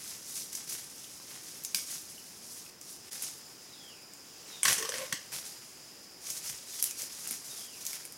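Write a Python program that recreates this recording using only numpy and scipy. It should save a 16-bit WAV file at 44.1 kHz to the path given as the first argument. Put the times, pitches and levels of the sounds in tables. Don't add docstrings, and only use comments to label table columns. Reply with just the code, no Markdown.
import sys
import numpy as np
from scipy import signal
from scipy.fft import rfft, irfft, next_fast_len
from scipy.io import wavfile
from scipy.ndimage import uniform_filter1d

SR = 44100
rng = np.random.default_rng(int(sys.argv[2]) if len(sys.argv) > 2 else 0)


def dump_mix(stems):
    frames = np.atleast_2d(stems).T
    limited = np.clip(frames, -1, 1)
    pcm = np.round(limited * 32767).astype(np.int16)
    wavfile.write(sys.argv[1], SR, pcm)


N = 360297
TIME = np.arange(N) / SR

# (start [s], time pressing [s], leaf hiss [dB], stalk crunch [dB])
PUSHES = [(-0.2, 0.32, -44, -54), (0.235, 0.15, -39, -57.5), (0.52, 0.0092, -42, -50.5),
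          (0.669, 0.061, -39, -49.5), (1.25, 0.11, -48.5, -53.5), (1.42, 0.14, -48.5, -60),
          (1.745, 0.021, -38, -55), (1.865, 0.057, -39, -51), (2.43, 0.15, -48, -66),
          (2.805, 0.11, -47, -79), (3.03, 0.043, -52, -57), (3.108, 0.026, -40, -54.5),
          (3.2, 0.047, -40, -52.5), (4.46, 0.034, -52.5, -54), (4.64, 0.068, -30, -35.5),
          (4.92, 0.07, -41.5, -43.5), (5.316, 0.021, -35.5, -44), (5.44, 0.041, -45.5, -69),
          (6.2, 0.17, -41.5, -53), (6.42, 0.058, -39, -49), (6.66, .2, -39, -54), (6.97, 0.046, -38.5, -51),
          (7.08, 0.25, -42, -53), (7.41, 0.19, -42, -56), (7.72, 0.17, -42, -55), (7.92, 0.031, -42.5, -51)]
# (start [s], end [s], leaf hiss [dB], stalk crunch [dB])
STIRS = [(0, 2.7, -52, -68), (3.1, 17, -60.5, -68.5)]
# (frequency [Hz], level [dB])
LEAF_TONE = [(500, -40), (2500, -16.5), (4300, -6.5), (5800, 0), (6700, -1.5), (8000, -4.5), (10000, -2.5),
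             (12500, -8), (16000, -15.5)]
STALK_TONE = [(25, -38), (70, -5), (170, 2.5), (300, -3), (700, -1), (1200, -0.5), (2000, 3.5), (3200, 2),
              (5000, -2.5), (9000, -27)]
# (time [s], crack [dB], woody knock [dB], splinter pitch [Hz], tearing time [s])
TWIG_SNAPS = [(0.529, -31, -51, 5940, .0037), (0.551, -25, -46, 6800, 0.0043),
              (0.694, -28.5, -49, 10100, 0.0078), (0.7257, -31, -49, 7140, 0.0024),
              (1.1372, -47, -65, 9800, .001), (1.636, -34, -54, 12000, 0.0022),
              (1.648, -25, -47, 6200, 0.0033), (1.7458, -16, -26, 4840, 0.0033),
              (2.812, -37, -58, 6350, .003), (3.2215, -25, -45, 9900, .0057),
              (4.1352, -40, -56, 7500, .0015), (6.268, -32.5, -43, 8050, .0045),
              (6.301, -25, -44, 6700, .0052), (6.492, -28, -42, 5800, 0.0093),
              (6.8259, -16, -39.5, 10300, 0.00069), (6.8406, -18.5, -54, 10200, 0.00043),
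              (6.909, -28.5, -46, 6700, 0.0019), (7.019, -27.5, -44, 6170, .0023),
              (7.274, -28, -51, 9900, .0015), (7.309, -24.5, -41, 10300, .0027),
              (7.852, -30, -54, 7500, .001), (7.8652, -24, -55, 6240, 0.0018),
              (7.931, -29.5, -38, 5070, .001), (8.052, -32.5, -45, 9100, .0007),
              (8.1225, -37.5, -53, 9350, .0012)]
# (time [s], crack [dB], woody knock [dB], splinter pitch [Hz], knock pitch [Hz], tearing time [s])
CANE_CRACKS = [(4.6313, -14, -23.5, 9200, 2210, 0.0024), (4.6517, -17, -23, 5300, 1150, .0028),
               (4.6543, -32, -14, 5700, 1780, 0.0054), (4.68, -17, -26, 5600, 1150, 0.0014),
               (4.6825, -20, -15, 5800, 1750, .009), (4.7289, -18, -30, 9500, 2530, .0014),
               (4.781, -24, -31, 6000, 1580, 0.0047), (4.825, -29, -26.5, 5700, 1820, 0.0052),
               (4.85, -32, -27, 5260, 1100, .01), (4.8907, -24, -34.5, 5360, 1150, 0.003),
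               (4.921, -46, -28, 5160, 1680, .003), (4.9404, -35, -27, 5230, 1870, 0.0038),
               (4.9825, -31, -42, 8650, 2140, .0018), (5.1252, -24, -20.5, 6900, 1900, 0.0046)]
# (time [s], level [dB], knock pitch [Hz])
STEM_TAPS = [(1.043, -42.5, 2980), (1.2, -44, 1000), (2.18, -43.5, 2900), (2.663, -44.5, 2540)]
# (frequency [Hz], level [dB])
CRACK_TONE = [(300, -16), (1500, -26), (3500, -5), (6000, 3), (9500, 4), (12000, 3.5), (16000, -5)]
# (frequency [Hz], level [dB])
DISTANT_CRACK_TONE = [(8000, 1), (11000, -1.5), (15000, -19)]
# (pitch [Hz], width [Hz], level [dB])
CANE_RINGS = [(1110, 68, -2.5), (1630, 360, 3.5), (2730, 1060, 5.5), (4100, 640, 3.5)]
# (frequency [Hz], level [dB])
KNOCK_LOW_CUT = [(100, -9), (400, -3), (900, -2)]
# (start [s], length [s], level [dB])
SPLIT_SLIPS = [(4.772, 0.079, -42.5), (4.886, 0.0096, -40), (4.92, 0.036, -43.5), (4.979, 0.061, -40.5),
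               (5.065, 0.029, -56)]
# (time [s], level [dB], pitch [Hz], time to fade by 60 dB [s])
THUDS = [(1.748, -50, 139, 0.15), (4.656, -51, 112, 0.22), (4.685, -58, 181, 0.29),
         (5.127, -36, 226, 0.076), (6.5, -49, 125, .14), (6.535, -50, 72, 0.11), (7.03, -38.5, 375, 0.029),
         (7.31, -41, 222, 0.05)]
# (start [s], length [s], level [dB], top pitch [Hz])
BIRD_CALLS = [(3.69, 0.3, -52, 4066), (4.462, 0.42, -49, 4195), (6.661, .28, -52, 4100),
              (7.474, 0.32, -52.5, 4050)]
# (way through [0 to 1], pitch [share of the top pitch], level [dB])
CALL_SHAPE = [(0, 0.99, -2), (.25, .86, 0.5), (.55, .79, -0.5), (.78, .67, 1), (.9, .61, 1), (1, .55, -6)]
# (pitch [Hz], width [Hz], level by the bamboo clump [dB], level in the open grove [dB])
INSECTS = [(5190, 730, -60.5, -62), (4970, 750, -65, -58.5), (5800, 1200, -73, -72),
           (7060, 270, -74, -65.5)]
# (frequency [Hz], level [dB])
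AIR_TONE = [(25, -23), (47, -10.5), (130, 0), (200, 1), (370, 0), (600, -5.5), (1300, -8.5), (2400, -9.5),
            (3300, -17)]
OPEN_AIR_TINT = [(200, -1.5), (400, 0.5), (800, 2), (2000, 1)]
FAR_LEAF_TONE = [(1500, -49), (2600, 7), (4200, 4.5), (6000, 11.5), (10000, 1.5), (13000, -7), (16000, -1)]
# (frequency [Hz], time to fade by 60 dB [s])
ECHO_FADE = [(200, 1), (1500, 0.34), (5000, 0.38), (10000, 0.23), (16000, 0.11)]
# (frequency [Hz], level [dB])
ECHO_TONE = [(200, -26), (1500, -7), (5000, -4), (10000, -4.5), (16000, 4)]
# (frequency [Hz], level [dB])
SIDE_TONE = [(100, -16), (300, -14.5), (700, -11.5), (1800, -33), (3500, -61), (6500, -17), (9000, -13),
             (12000, -34.5)]
# (frequency [Hz], left over right [dB])
LEFT_LEAN = [(100, 0), (350, 1.3), (1200, 0)]

SHIFT_S = 3.105


def rustle(hiss, crunch, flutter_db=1.05, tick_db=-7):
    pitches = np.linspace(3000, 15000, 7)
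    fizz = sum(resonate(clicks(5000, 2.0), hz, 3600) * gain_of(2.63 * wander(45)) for hz in pitches)
    ticks = sum(resonate(clicks(70, 2.8), hz, 2500) for hz in pitches)
    leaves = evened(coloured(evened(fizz) + gain_of(tick_db) * evened(ticks), LEAF_TONE))
    stalks = evened(coloured(clicks(1400, 4.2), STALK_TONE))
    return (leaves * hiss + stalks * crunch) * gain_of(flutter_db * wander(70))


def litter_levels(curve=0.55, settle_db=-15):
    power = np.zeros((2, N))
    for start, length, hiss_db, crunch_db in PUSHES:
        push = swell(start, length, curve, fade_db_per_s=118)
        settling = gain_of(settle_db) * swell(start, length, curve, fade_db_per_s=25)
        power += gain_of([[hiss_db], [crunch_db]]) ** 2 * (push ** 2 + settling ** 2)
    for start, end, hiss_db, crunch_db in STIRS:
        power += gain_of([[hiss_db], [crunch_db]]) ** 2 * ((TIME >= start) & (TIME < end))
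    return np.sqrt(power)


def snaps(twig_knock_hz=2230, tap_s=0.0023):
    out = np.zeros(N)
    for start, crack_db, knock_db, splinter_hz, length in TWIG_SNAPS:
        fibres = tear(length)
        knock_hz = twig_knock_hz * np.exp(rng.uniform(-0.03, 0.03))
        add(out, start, crack(fibres, crack_db, splinter_hz) + knock(fibres, knock_db, knock_hz))
    for start, crack_db, knock_db, splinter_hz, knock_hz, length in CANE_CRACKS:
        fibres = tear(length)
        far_crack = coloured(crack(fibres, crack_db, splinter_hz), DISTANT_CRACK_TONE)
        add(out, start, far_crack + knock(fibres, knock_db, knock_hz))
    for start, db, knock_hz in STEM_TAPS:
        add(out, start, knock(tear(tap_s), db, knock_hz))
    return out


def tear(length, rise_s=0.0002):
    t = np.arange(4096) / SR
    fibres = np.tanh(rng.standard_normal(len(t)) / 0.15) * (1 - np.exp(-t / rise_s))
    stragglers = 0.25 * np.exp(-t / (3.7 * length))
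    return fibres * (np.exp(-(t / length) ** 2) + stragglers)


def crack(fibres, db, hz, ring_db=11):
    ringing = fibres + gain_of(ring_db) * resonate(fibres, hz, width=2000)
    return burst(coloured(np.roll(ringing, 16), CRACK_TONE), db)


def knock(fibres, db, hz, stem_width_hz=170, stem_db=4.0, kick=2.4):
    push = np.diff(fibres, prepend=0)
    push[0] += kick
    thin_loss_db = 20 * max(np.log2(hz / 1750), 0)
    rings = [(f, width, level - thin_loss_db) for f, width, level in CANE_RINGS]
    rings.append((hz, stem_width_hz, stem_db))
    body = sum(gain_of(level) * evened(resonate(resonate(push, f, width), f, f))
               for f, width, level in rings)
    padded = np.pad(body, (0, len(body)))
    return burst(coloured(padded, KNOCK_LOW_CUT)[:len(body)], db)


def groan(start_s=4.77, opening_s=0.35, shut_hz=381, open_hz=573, wall_db=-12, rasp_db=-9):
    opening = np.clip((TIME - start_s) / opening_s, 0, 1) ** 0.66
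    pitch = shut_hz + (open_hz - shut_hz) * opening
    cycles = np.cumsum(pitch * (1 + 0.06 * wander(250))) / SR
    slips = np.diff(np.floor(cycles), prepend=0) * gain_of(2.9 * wander(300))
    rough = np.interp(TIME, [4.95, 5.02], [0.7, 0.3])
    rubbing = (1 - rough) * evened(slips - slips.mean()) + rough * evened(clicks(650, 2.5))
    hollow = resonate(resonate(rubbing, pitch, 130), pitch, 130)
    hollow /= np.sqrt(abs(uniform_filter1d(hollow ** 2, size=900)) + 1e-12)
    wall = evened(resonate(resonate(rubbing, 1126, 85), 1060, 80))
    rasp = evened(resonate(rubbing, 1970, 600))
    level = sum(gain_of(db) * swell(start, length, curve=0.5, fade_db_per_s=752)
                for start, length, db in SPLIT_SLIPS)
    return level * (hollow + gain_of(wall_db) * wall + gain_of(rasp_db) * rasp)


def thuds(rise_s=0.0015):
    out, t = np.zeros(N), np.arange(SR // 2) / SR
    for start, db, hz, fade_s in THUDS:
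        cycles = np.cumsum(hz * (1 + 0.35 * wander(hz)[:len(t)])) / SR
        level = gain_of(db - 60 * t / fade_s) * (1 - np.exp(-t / rise_s))
        add(out, start, level * np.sin(2 * np.pi * cycles))
    return out


def bird(flutter_db=2):
    out = np.zeros(N)
    way, slide, shape_db = np.transpose(CALL_SHAPE)
    for start, length, db, top_hz in BIRD_CALLS:
        n = int(length * SR)
        progress = np.linspace(0, 1, n)
        pitch = top_hz * np.interp(progress, way, slide) * (1 + 0.022 * wander(260)[:n])
        level = gain_of(db + np.interp(progress, way, shape_db) + flutter_db * wander(93.4)[:n])
        add(out, start, level * signal.windows.tukey(n, 0.1) * np.sin(2 * np.pi * np.cumsum(pitch) / SR))
    return out


def grove_echoes(sounds, paths_per_s=7000, rise_s=0.0005):
    out, t = np.zeros(N), np.arange(SR * 3 // 4) / SR
    for direction, sound in enumerate(sounds):
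        bounces = rng.standard_normal(len(t)) * (rng.random(len(t)) < paths_per_s / SR)
        bounces *= 1 - np.exp(-t / rise_s)
        hz, age, bands = signal.stft(bounces, SR, nperseg=256)
        fade = gain_of(-60 * age / value_at(ECHO_FADE, hz)[:, None])
        tail = signal.istft(bands * fade, SR, nperseg=256)[1]
        share = np.cos(np.pi * (7 * TIME + direction / 3)) * np.sqrt(2 / 3)
        out += signal.fftconvolve(sound * share, tail / np.linalg.norm(tail))[:N]
    return coloured(out, ECHO_TONE)


def insects_and_air(clump_air_db=-57, open_air_db=-57.5, far_leaves_db=-58):
    in_open, size = TIME > SHIFT_S, next_fast_len(N)
    hz = np.fft.rfftfreq(size, 1 / SR)
    air = evened(coloured(rng.standard_normal(N), AIR_TONE)) * gain_of(0.087 * wander(8.9))
    out = np.where(in_open, gain_of(open_air_db) * coloured(air, OPEN_AIR_TINT), gain_of(clump_air_db) * air)
    far_leaves = evened(coloured(rng.standard_normal(N), FAR_LEAF_TONE))
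    out += far_leaves * gain_of(far_leaves_db + 2.9 * wander(3.92))
    for pitch, width, clump_db, open_db in INSECTS:
        band = rfft(rng.standard_normal(size)) / (1 + 2 * ((hz - pitch) / width) ** 2) ** 2
        out += evened(irfft(band)[:N]) * gain_of(np.where(in_open, open_db, clump_db) + wander(30))
    return out


def gain_of(db):
    return 10 ** (np.asarray(db) / 20)


def evened(x):
    return x / np.sqrt(np.mean(x ** 2) + 1e-20)


def burst(x, db):
    return gain_of(db) * evened(x) * np.sqrt(SR / 1000 / len(x))


def value_at(points, hz):
    f, value = np.transpose(points)
    return np.interp(np.log(hz + 1), np.log(f + 1), value)


def add(mix, start_s, sound):
    part = mix[max(round(start_s * SR), 0):][:len(sound)]
    part += sound[:len(part)]


def coloured(x, tone):
    size = next_fast_len(len(x))
    gains = gain_of(value_at(tone, np.fft.rfftfreq(size, 1 / SR)))
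    return irfft(rfft(x, size) * gains, size)[:len(x)]


def resonate(x, hz, width):
    spin = np.exp(2j * np.pi * np.cumsum(hz * np.ones(len(x))) / SR)
    decay = np.exp(-np.pi * width / SR)
    return 2 * (spin * signal.lfilter([1 - decay], [1, -decay], x / spin + 1e-18)).real


def wander(per_s):
    return evened(np.interp(TIME * per_s, np.arange(N), rng.standard_normal(N)))


def clicks(per_s, spread_db):
    size = gain_of(spread_db * np.minimum(rng.exponential(1, N), 4))
    return size * rng.choice([-1, 1], N) * (rng.random(N) < per_s / SR)


def swell(start, length, curve, fade_db_per_s):
    pressed = np.clip((TIME - start) / length, 0, 1)
    return pressed ** curve * gain_of(-fade_db_per_s * np.maximum(TIME - start - length, 0))


def scene(leaves_to_echo_db=-10, bird_direct_db=-13, wood_left=0.013):
    low_cut = signal.butter(2, 75, "highpass", fs=SR, output="sos")
    hiss, crunch = litter_levels()
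    leaves, whistle, low_sounds = rustle(hiss, crunch), bird(), groan() + thuds()
    wood, *sideways = [signal.sosfilt(low_cut, snaps() + low_sounds) for _ in range(4)]
    echoes = grove_echoes([x + whistle + gain_of(leaves_to_echo_db) * leaves for x in sideways])
    middle = wood + leaves + gain_of(bird_direct_db) * whistle + echoes + insects_and_air()
    all_around = grove_echoes(sideways) + rustle(hiss, crunch) + insects_and_air()
    shifted = signal.hilbert(middle, next_fast_len(N)).imag[:N]
    side = coloured(0.57 * shifted + 0.41 * all_around, SIDE_TONE)
    side += wood_left * wood + (coloured(middle, LEFT_LEAN) - middle) / 2
    return np.array([middle + side, middle - side])


def record(dry, dip_depth=0.8, dip_s=0.007, top_hz=15950):
    dip = 1 - dip_depth * np.exp(-((TIME - SHIFT_S) / dip_s) ** 2)
    high_cut = signal.firwin(511, top_hz, window=("kaiser", 9), fs=SR)
    return signal.oaconvolve(dry * dip, high_cut[None], "same")


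dry = scene()
out = record(dry)
dump_mix(out)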